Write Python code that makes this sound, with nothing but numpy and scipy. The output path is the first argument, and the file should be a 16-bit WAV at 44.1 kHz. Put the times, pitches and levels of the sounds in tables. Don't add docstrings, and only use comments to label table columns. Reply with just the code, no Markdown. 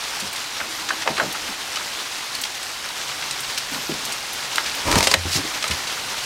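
import sys
import numpy as np
from scipy import signal
from scipy.fft import rfft, irfft, next_fast_len
from scipy.io import wavfile
from scipy.ndimage import uniform_filter1d

SR = 44100
rng = np.random.default_rng(int(sys.argv[2]) if len(sys.argv) > 2 else 0)


def materialize(psi):
    bounded = np.clip(np.atleast_2d(psi).T, -1, 1)
    quanta = np.round(bounded * 32767).astype(np.int16)
    wavfile.write(sys.argv[1], SR, quanta)


N = 275743
TIME = np.arange(N) / SR
BAND_LIMIT_HZ = 15900
FIRM_T60 = 0.034

# f/Hz, level/dB
RAIN_SPECTRUM = [(15, -49), (25, -13), (64, -5), (99, -11.5), (130, -6.5), (157, -15), (235, -4.5),
                 (324, -6), (654, -3), (791, -0.5), (2200, -1), (4100, -1), (5670, -3), (13400, -18),
                 (15800, -24)]
# t/s, patter level/dB, rumble level/dB
PATTER_AND_RUMBLE = [(0.0, -30, -50), (0.6, -31, -50.5), (1.14, -30.5, -45), (2.06, -31, -51.5),
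                     (2.9, -31.5, -50.5), (3.13, -30.5, -49), (3.54, -30, -49), (3.89, -29.5, -45),
                     (4.19, -30.5, -47.5), (4.55, -29, -48.5), (4.78, -29.5, -46.5)]
# start/s, end/s, f/Hz, width/Hz, level/dB
HUMS = [(.6, 1.6, 320, 45, -51), (2.95, 3.55, 133, 25, -51), (3.55, 6.3, 133, 30, -58),
        (3.7, 3.92, 12600, 1700, -45.5), (0, 6.3, 15140, 30, -63)]
# f/Hz, level/dB, T60/s
DOOR_MODES = [(158, -5, 0.099), (200, -5, 0.064), (248, -2, 0.061), (270, -17, 0.063), (330, -3.5, 0.072),
              (343, -6, 0.094), (470, -26, 0.11), (540, 1, 0.1), (626, 6.5, 0.051), (662, -2, 0.041),
              (898, -10, 0.11), (1245, -30, 0.11), (1300, -15, 0.11), (1535, -7, 0.03), (1715, -18, 0.024),
              (2030, 3, 0.018), (2540, 6, 0.027), (3080, -27, 0.031), (3530, -1, 0.025), (4020, 12, 0.025),
              (4606, 13.5, 0.026), (5170, -1, 0.034), (6000, 7, .04), (8100, 10, .03), (8580, 11, 0.033),
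              (12900, 5, .04)]
# t/s, level/dB, ping f/Hz, ping boost/dB, rattle T60/s
CLICKS = [(0.1995, -26, 4340, 9, 0.07), (0.329, -31, 8500, 8, 0.05), (0.3597, -27, 3700, 4, 0.05),
          (0.888, -20.5, 2480, 2, 0.056), (1.0197, -24, 2400, 2, 0.042), (1.168, -23, 2000, 2, 0.045),
          (1.1778, -21, 1900, 2, 0.045), (1.3248, -29, 6500, 0, 0.05), (1.758, -23, 2950, 13, 0.061),
          (2.3508, -21.5, 4300, 12.5, 0.025), (2.414, -25.5, 7700, 12, 0.042),
          (2.4372, -19.5, 3160, 13, 0.028), (2.4504, -25, 2500, 5, 0.045), (3.2224, -25.5, 2150, 13, 0.05),
          (3.3105, -20, 3480, 1, 0.019), (3.4038, -28, 9000, 14, 0.042), (3.576, -19.5, 3130, 16, 0.035),
          (3.5812, -23.5, 5600, 2, 0.026), (4.0508, -25.5, 6100, 18, 0.037), (4.122, -25.5, 4600, 0, 0.05),
          (4.331, -30.5, 9500, 2, 0.06), (4.5584, -18.5, 4400, -2, 0.013), (4.6593, -23, 2400, 2, 0.07),
          (4.749, -34, 13000, 5, 0.05), (5.626, -20, 2600, -1, 0.025), (5.6786, -23, 3900, 0, 0.032),
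          (5.7105, -20, 2700, 2, 0.039), (5.8717, -23.5, 2840, 12, 0.07)]
# t/s, level/dB, boom f/Hz, boom boost/dB, lower cutoff/Hz
THUMPS = [(0.225, -29, 155, 7, 80), (0.255, -38, 90, 8, 50), (0.615, -34, 200, 1, 45),
          (1.255, -29, 180, 12, 130), (1.49, -33.5, 201, 7, 190), (3.72, -31, 310, 7, 130),
          (3.755, -33, 249, 10, 150), (3.894, -19, 340, 5, 148), (3.912, -23.5, 230, 8, 110),
          (4.868, -20, 61, 8, 40), (4.957, -13.5, 199, 11, 40), (5.146, -21.5, 520, 4, 100),
          (5.255, -23.5, 87, 5, 40), (5.355, -20.5, 91, 13, 65), (5.374, -21.5, 270, 10, 60),
          (5.44, -25, 356, 11, 130), (5.701, -24, 79, 12, 45)]
# start/s, end/s, start f/Hz, end f/Hz, level/dB
WHISTLES = [(.53, .68, 12000, 11600, -56), (.735, .81, 12000, 13700, -49), (.92, .99, 13800, 12000, -53),
            (4.38, 4.43, 12700, 12100, -56), (4.53, 4.555, 12700, 11900, -52),
            (4.6, 4.63, 12600, 12100, -55)]
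# t/s, level/dB
BOLT_THROWS = [(0.611, -31.5), (0.906, -29), (1.0751, -19.5), (1.199, -17.5)]
# t/s, level/dB, ping f/Hz, ping boost/dB, rattle T60/s, upper cutoff/Hz
KNOCKS = [(0.602, -22, 1570, 4, 0.06, 3000), (0.612, -22.5, 1400, 3, 0.04, 1860),
          (0.906, -14, 1600, 10, 0.032, 2000), (1.0758, -11, 877, 13, 0.025, 2500),
          (1.199, -11, 1390, 9, 0.037, 1900), (1.347, -24.5, 1390, 4, 0.07, 3000),
          (1.772, -21.5, 1310, 10, 0.029, 4400), (4.5822, -10.5, 1590, 11.5, 0.021, 3200),
          (5.6419, -15, 1300, 7, 0.016, 4200)]
# t/s, level/dB
SHOVE = [(4.835, -33), (4.869, -21), (4.973, -15.5), (5.027, -27), (5.105, -29), (5.135, -25)]
# f/Hz, level/dB
GROAN_SPECTRUM = [(15, -16), (28, -1), (65, 2.5), (120, -0.5), (200, -3.5), (350, -2.5), (520, -2.5),
                  (750, -6), (1000, 1), (1500, -12), (2500, -9.5), (5000, -60)]
# f/Hz, level/dB
RASP_SPECTRUM = [(700, -20), (1400, -8), (2200, -3), (3500, -0.5), (5000, 2.5), (7000, -2), (10000, -8.5),
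                 (15000, -18)]
# peak t/s, level/dB, build T60/s, release T60/s
RUBS = [(4.988, -13.5, 0.08, 0.026), (5.041, -18, 0.074, 0.13), (5.113, -21.5, 0.089, 0.068),
        (5.335, -23.5, 0.18, 0.12), (5.364, -20, 0.15, 0.12)]
# t/s, level/dB, ping f/Hz, ping boost/dB, rattle T60/s
SNAPS = [(4.9147, -15.5, 1040, 2, 0.023), (4.926, -16, 2400, 3, 0.02), (4.9562, -12.5, 903, 4, 0.018),
         (5.0067, -12, 920, 14, 0.015), (5.028, -14, 507, 3, 0.021), (5.0714, -9, 551, 5, 0.049),
         (5.1135, -12, 1700, 1, 0.045), (5.1396, -5, 1880, 12.5, 0.027), (5.145, -15, 629, 17.5, 0.057)]
# t/s, level/dB, f/Hz, T60/s
QUIVERS = [(5.169, -19, 86.6, 0.33), (5.252, -21.5, 86.5, 0.26)]


def gain_of(db):
    return 10 ** (np.asarray(db) / 20)


def decay(t, t60):
    return np.exp(-np.log(1000) * t / t60)


def unit_rms(x):
    return x / np.sqrt(np.mean(x ** 2) + 1e-20)


def on_log_axis(points, hz):
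    f, value = np.transpose(points)
    return np.interp(np.log(hz + 1), np.log(f + 1), value)


def coloured(x, spectrum):
    size = next_fast_len(N)
    response = gain_of(on_log_axis(spectrum, np.fft.rfftfreq(size, 1 / SR)))
    return unit_rms(irfft(rfft(x, size) * response, size)[:N])


def add(mix, s, sound):
    part = mix[max(round(s * SR), 0):][:len(sound)]
    part += sound[:len(part)]


def impacts(per_s, spread_db):
    strength = gain_of(spread_db * np.minimum(rng.exponential(1, N), 4))
    return strength * rng.choice([-1, 1], N) * (rng.random(N) < per_s / SR)


def drops(per_s, spread_db, cycles):
    out, t = np.zeros(N), np.arange(512) / SR
    pitches = np.geomspace(800, 13000, 20)
    for hz in pitches:
        splash = np.sin(2 * np.pi * hz * t) * np.exp(-hz * t / cycles)
        landings = impacts(per_s * hz / pitches.sum(), spread_db)
        out += np.sqrt(hz) * unit_rms(signal.oaconvolve(landings, splash)[:N])
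    return unit_rms(out)


def rain(level_db=-28.5, near_db=-6, patchy_db=0.5, flicker_db=0.9, rumble_hz=450):
    far = rng.standard_normal(N)
    near = gain_of(near_db) * drops(per_s=2600, spread_db=3, cycles=2.3)
    hz, t, spectra = signal.stft(unit_rms(far + near), SR, nperseg=1024, noverlap=768)
    s, patter_db, rumble_db = np.transpose(PATTER_AND_RUMBLE)
    patter, rumble = (np.interp(t, s, db - np.mean(db)) for db in (patter_db, rumble_db))
    low_share = 1 / (1 + (hz[:, None] / rumble_hz) ** 2)
    swell_db = low_share * rumble + (1 - low_share) * patter
    patches = uniform_filter1d(rng.standard_normal(spectra.shape), size=14, axis=0)
    patches = unit_rms(uniform_filter1d(patches, size=10, axis=1))
    flicker = unit_rms(uniform_filter1d(rng.standard_normal(len(t)), size=6))
    waver_db = patchy_db * patches + flicker_db * flicker
    spectra *= gain_of(on_log_axis(RAIN_SPECTRUM, hz)[:, None] + swell_db + waver_db)
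    return gain_of(level_db) * unit_rms(signal.istft(spectra, nperseg=1024, noverlap=768)[1][:N])


def hums():
    out = np.zeros(N)
    for start, end, hz, width, db in HUMS:
        pole = np.exp(-np.pi * width / SR)
        noise = rng.standard_normal(N) + 1j * rng.standard_normal(N)
        waver = signal.lfilter([1], np.poly([pole, pole]), noise)
        hum = unit_rms((waver * np.exp(2j * np.pi * hz * TIME)).real)[:round((end - start) * SR)]
        add(out, start, gain_of(db) * hum * signal.windows.tukey(len(hum), .05))
    return out


def blows(rows, modes_db, level_db, rise_s, ping_q, rattle_db, size=16384):
    out, t = np.zeros(N), np.arange(size) / SR
    modes = sum(gain_of(db) * decay(t, t60) * np.cos(2 * np.pi * hz * t) for hz, db, t60 in DOOR_MODES)
    body = 1 + gain_of(modes_db) * rfft(modes)
    for s, db, low_hz, high_hz, t60, ping_hz, ping_db in rows:
        rattle = rng.standard_normal(size) * decay(t, t60) * -np.expm1(-t / rise_s)
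        force = (t == 0) + gain_of(rattle_db) * t60 / FIRM_T60 * rattle / np.linalg.norm(rattle)
        contact = signal.butter(2, [low_hz, high_hz], "band", fs=SR, output="sos")
        sound = signal.sosfilt(contact, irfft(rfft(force) * body))
        ping = signal.lfilter(*signal.iirpeak(ping_hz, ping_q, fs=SR), sound)
        sound += (gain_of(ping_db) - 1) * ping
        peak_rms = np.sqrt(uniform_filter1d(sound ** 2, size=160, mode="constant").max())
        add(out, s, gain_of(db + level_db) * sound / peak_rms)
    return out


def clicks(faint_db=-29, faint_count=9):
    times_and_pitches = rng.uniform([0.4, 2500], [4.5, 4500], (faint_count, 2))
    faint = [(s, faint_db, hz, 5, FIRM_T60) for s, hz in times_and_pitches]
    rows = [(s, db, 0.55 * hz, min(2.2 * hz, BAND_LIMIT_HZ), t60, hz, ping_db)
            for s, db, hz, ping_db, t60 in [*CLICKS, *faint]]
    return blows(rows, modes_db=-47.5, level_db=0, rise_s=0.00092, ping_q=31, rattle_db=8.5)


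def thumps(top_hz=410, t60=0.11):
    rows = [(s, db, low_hz, top_hz, t60, hz, boom_db) for s, db, hz, boom_db, low_hz in THUMPS]
    return blows(rows, modes_db=-52, level_db=-2.5, rise_s=0.0041, ping_q=3.6, rattle_db=-6)


def whistles():
    out = np.zeros(N)
    for start, end, from_hz, to_hz, db in WHISTLES:
        hz = np.linspace(from_hz, to_hz, round((end - start) * SR))
        phase = 2 * np.pi * np.cumsum(hz) / SR
        add(out, start, gain_of(db) * unit_rms(np.sin(phase) * np.hanning(len(hz))))
    return out


def bolt_throws(slide_lead_s=0.018, rebound_lag_s=0.012, panel_lag_s=0.024):
    slides = [(s - slide_lead_s, db - 3, 420, 1700, 0.078, 600, 4) for s, db in BOLT_THROWS]
    rebounds = [(s + rebound_lag_s, db - 1, 350, 1100, 0.038, 800, 6) for s, db in BOLT_THROWS]
    panels = [(s + panel_lag_s, db - 6, 120, 850, 0.15, 230, 4) for s, db in BOLT_THROWS]
    rows = slides + rebounds + panels
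    return blows(rows, modes_db=-50, level_db=-1.5, rise_s=0.0028, ping_q=7, rattle_db=8)


def knocks():
    rows = [(s, db, 0.6 * hz, top_hz, t60, hz, ping_db) for s, db, hz, ping_db, t60, top_hz in KNOCKS]
    return blows(rows, modes_db=-47.5, level_db=-1, rise_s=0.00037, ping_q=11, rattle_db=4.5)


def scrape(groan_db=-3, rasp_db=-9, fade_s=0.035):
    s, effort_db = np.transpose(SHOVE)
    fade = np.interp(TIME, [s[0] - fade_s, s[0], s[-1], s[-1] + fade_s], [0, 1, 1, 0])
    effort = gain_of(np.interp(TIME, s, effort_db)) * fade
    rubs = sum(gain_of(db) * decay(abs(TIME - at), np.where(TIME < at, build, release))
               for at, db, build, release in RUBS)
    groan = coloured(impacts(per_s=1400, spread_db=1.5), GROAN_SPECTRUM)
    rasp = coloured(impacts(per_s=14000, spread_db=3.5), RASP_SPECTRUM)
    return groan * gain_of(groan_db) * effort + rasp * np.hypot(gain_of(rasp_db) * effort, rubs)


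def snaps(low_hz=390, top_hz=6100):
    rows = [(s, db, low_hz, top_hz, t60, hz, ping_db) for s, db, hz, ping_db, t60 in SNAPS]
    return blows(rows, modes_db=-53.5, level_db=0, rise_s=0.00033, ping_q=6.5, rattle_db=12)


def quiver(rise_s=0.0073):
    out, t = np.zeros(N), np.arange(SR) / SR
    for s, db, hz, t60 in QUIVERS:
        envelope = decay(t, t60) * -np.expm1(-t / rise_s)
        add(out, s, gain_of(db) * envelope * np.sin(2 * np.pi * hz * t))
    return out


def porch(x, wet_db=-10, bass_t60=0.23, treble_t60=0.18, echoes_per_s=3000, size=16384):
    echoes = rng.choice([-1., 1.], size) * (rng.random(size) < echoes_per_s / SR)
    echoes *= np.arange(size) > .004 * SR
    hz, t, spectra = signal.stft(echoes, SR, nperseg=256)
    t60 = on_log_axis([(200, bass_t60), (8000, treble_t60)], hz)[:, None]
    tail = signal.istft(spectra * decay(t, t60), SR, nperseg=256)[1]
    return x + gain_of(wet_db) * signal.fftconvolve(x, tail / np.linalg.norm(tail))[:N]


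def scene():
    door = porch(clicks() + knocks() + bolt_throws() + snaps() + thumps() + scrape()) + quiver()
    return np.tile(door + rain() + hums() + whistles(), (2, 1))


def record(dry, threshold_db=-13, recovery_db_per_s=75, squeeze=0.99, ceiling=0.97):
    power = signal.lfilter([1 / 130], [1, 1 / 130 - 1], dry[0] ** 2)
    recovery_db = TIME * recovery_db_per_s
    held_db = np.maximum.accumulate(10 * np.log10(power + 1e-12) + recovery_db) - recovery_db
    over_db = np.maximum(held_db - threshold_db, 0)
    duck_db = signal.lfilter([1 / 300], [1, 1 / 300 - 1], squeeze * over_db)
    limited = np.clip(dry * gain_of(-duck_db), -ceiling, ceiling)
    low_pass = signal.firwin(511, BAND_LIMIT_HZ, window=("kaiser", 9), fs=SR)
    return signal.oaconvolve(limited, low_pass[None], "same")


dry = scene()
out = record(dry)
materialize(out)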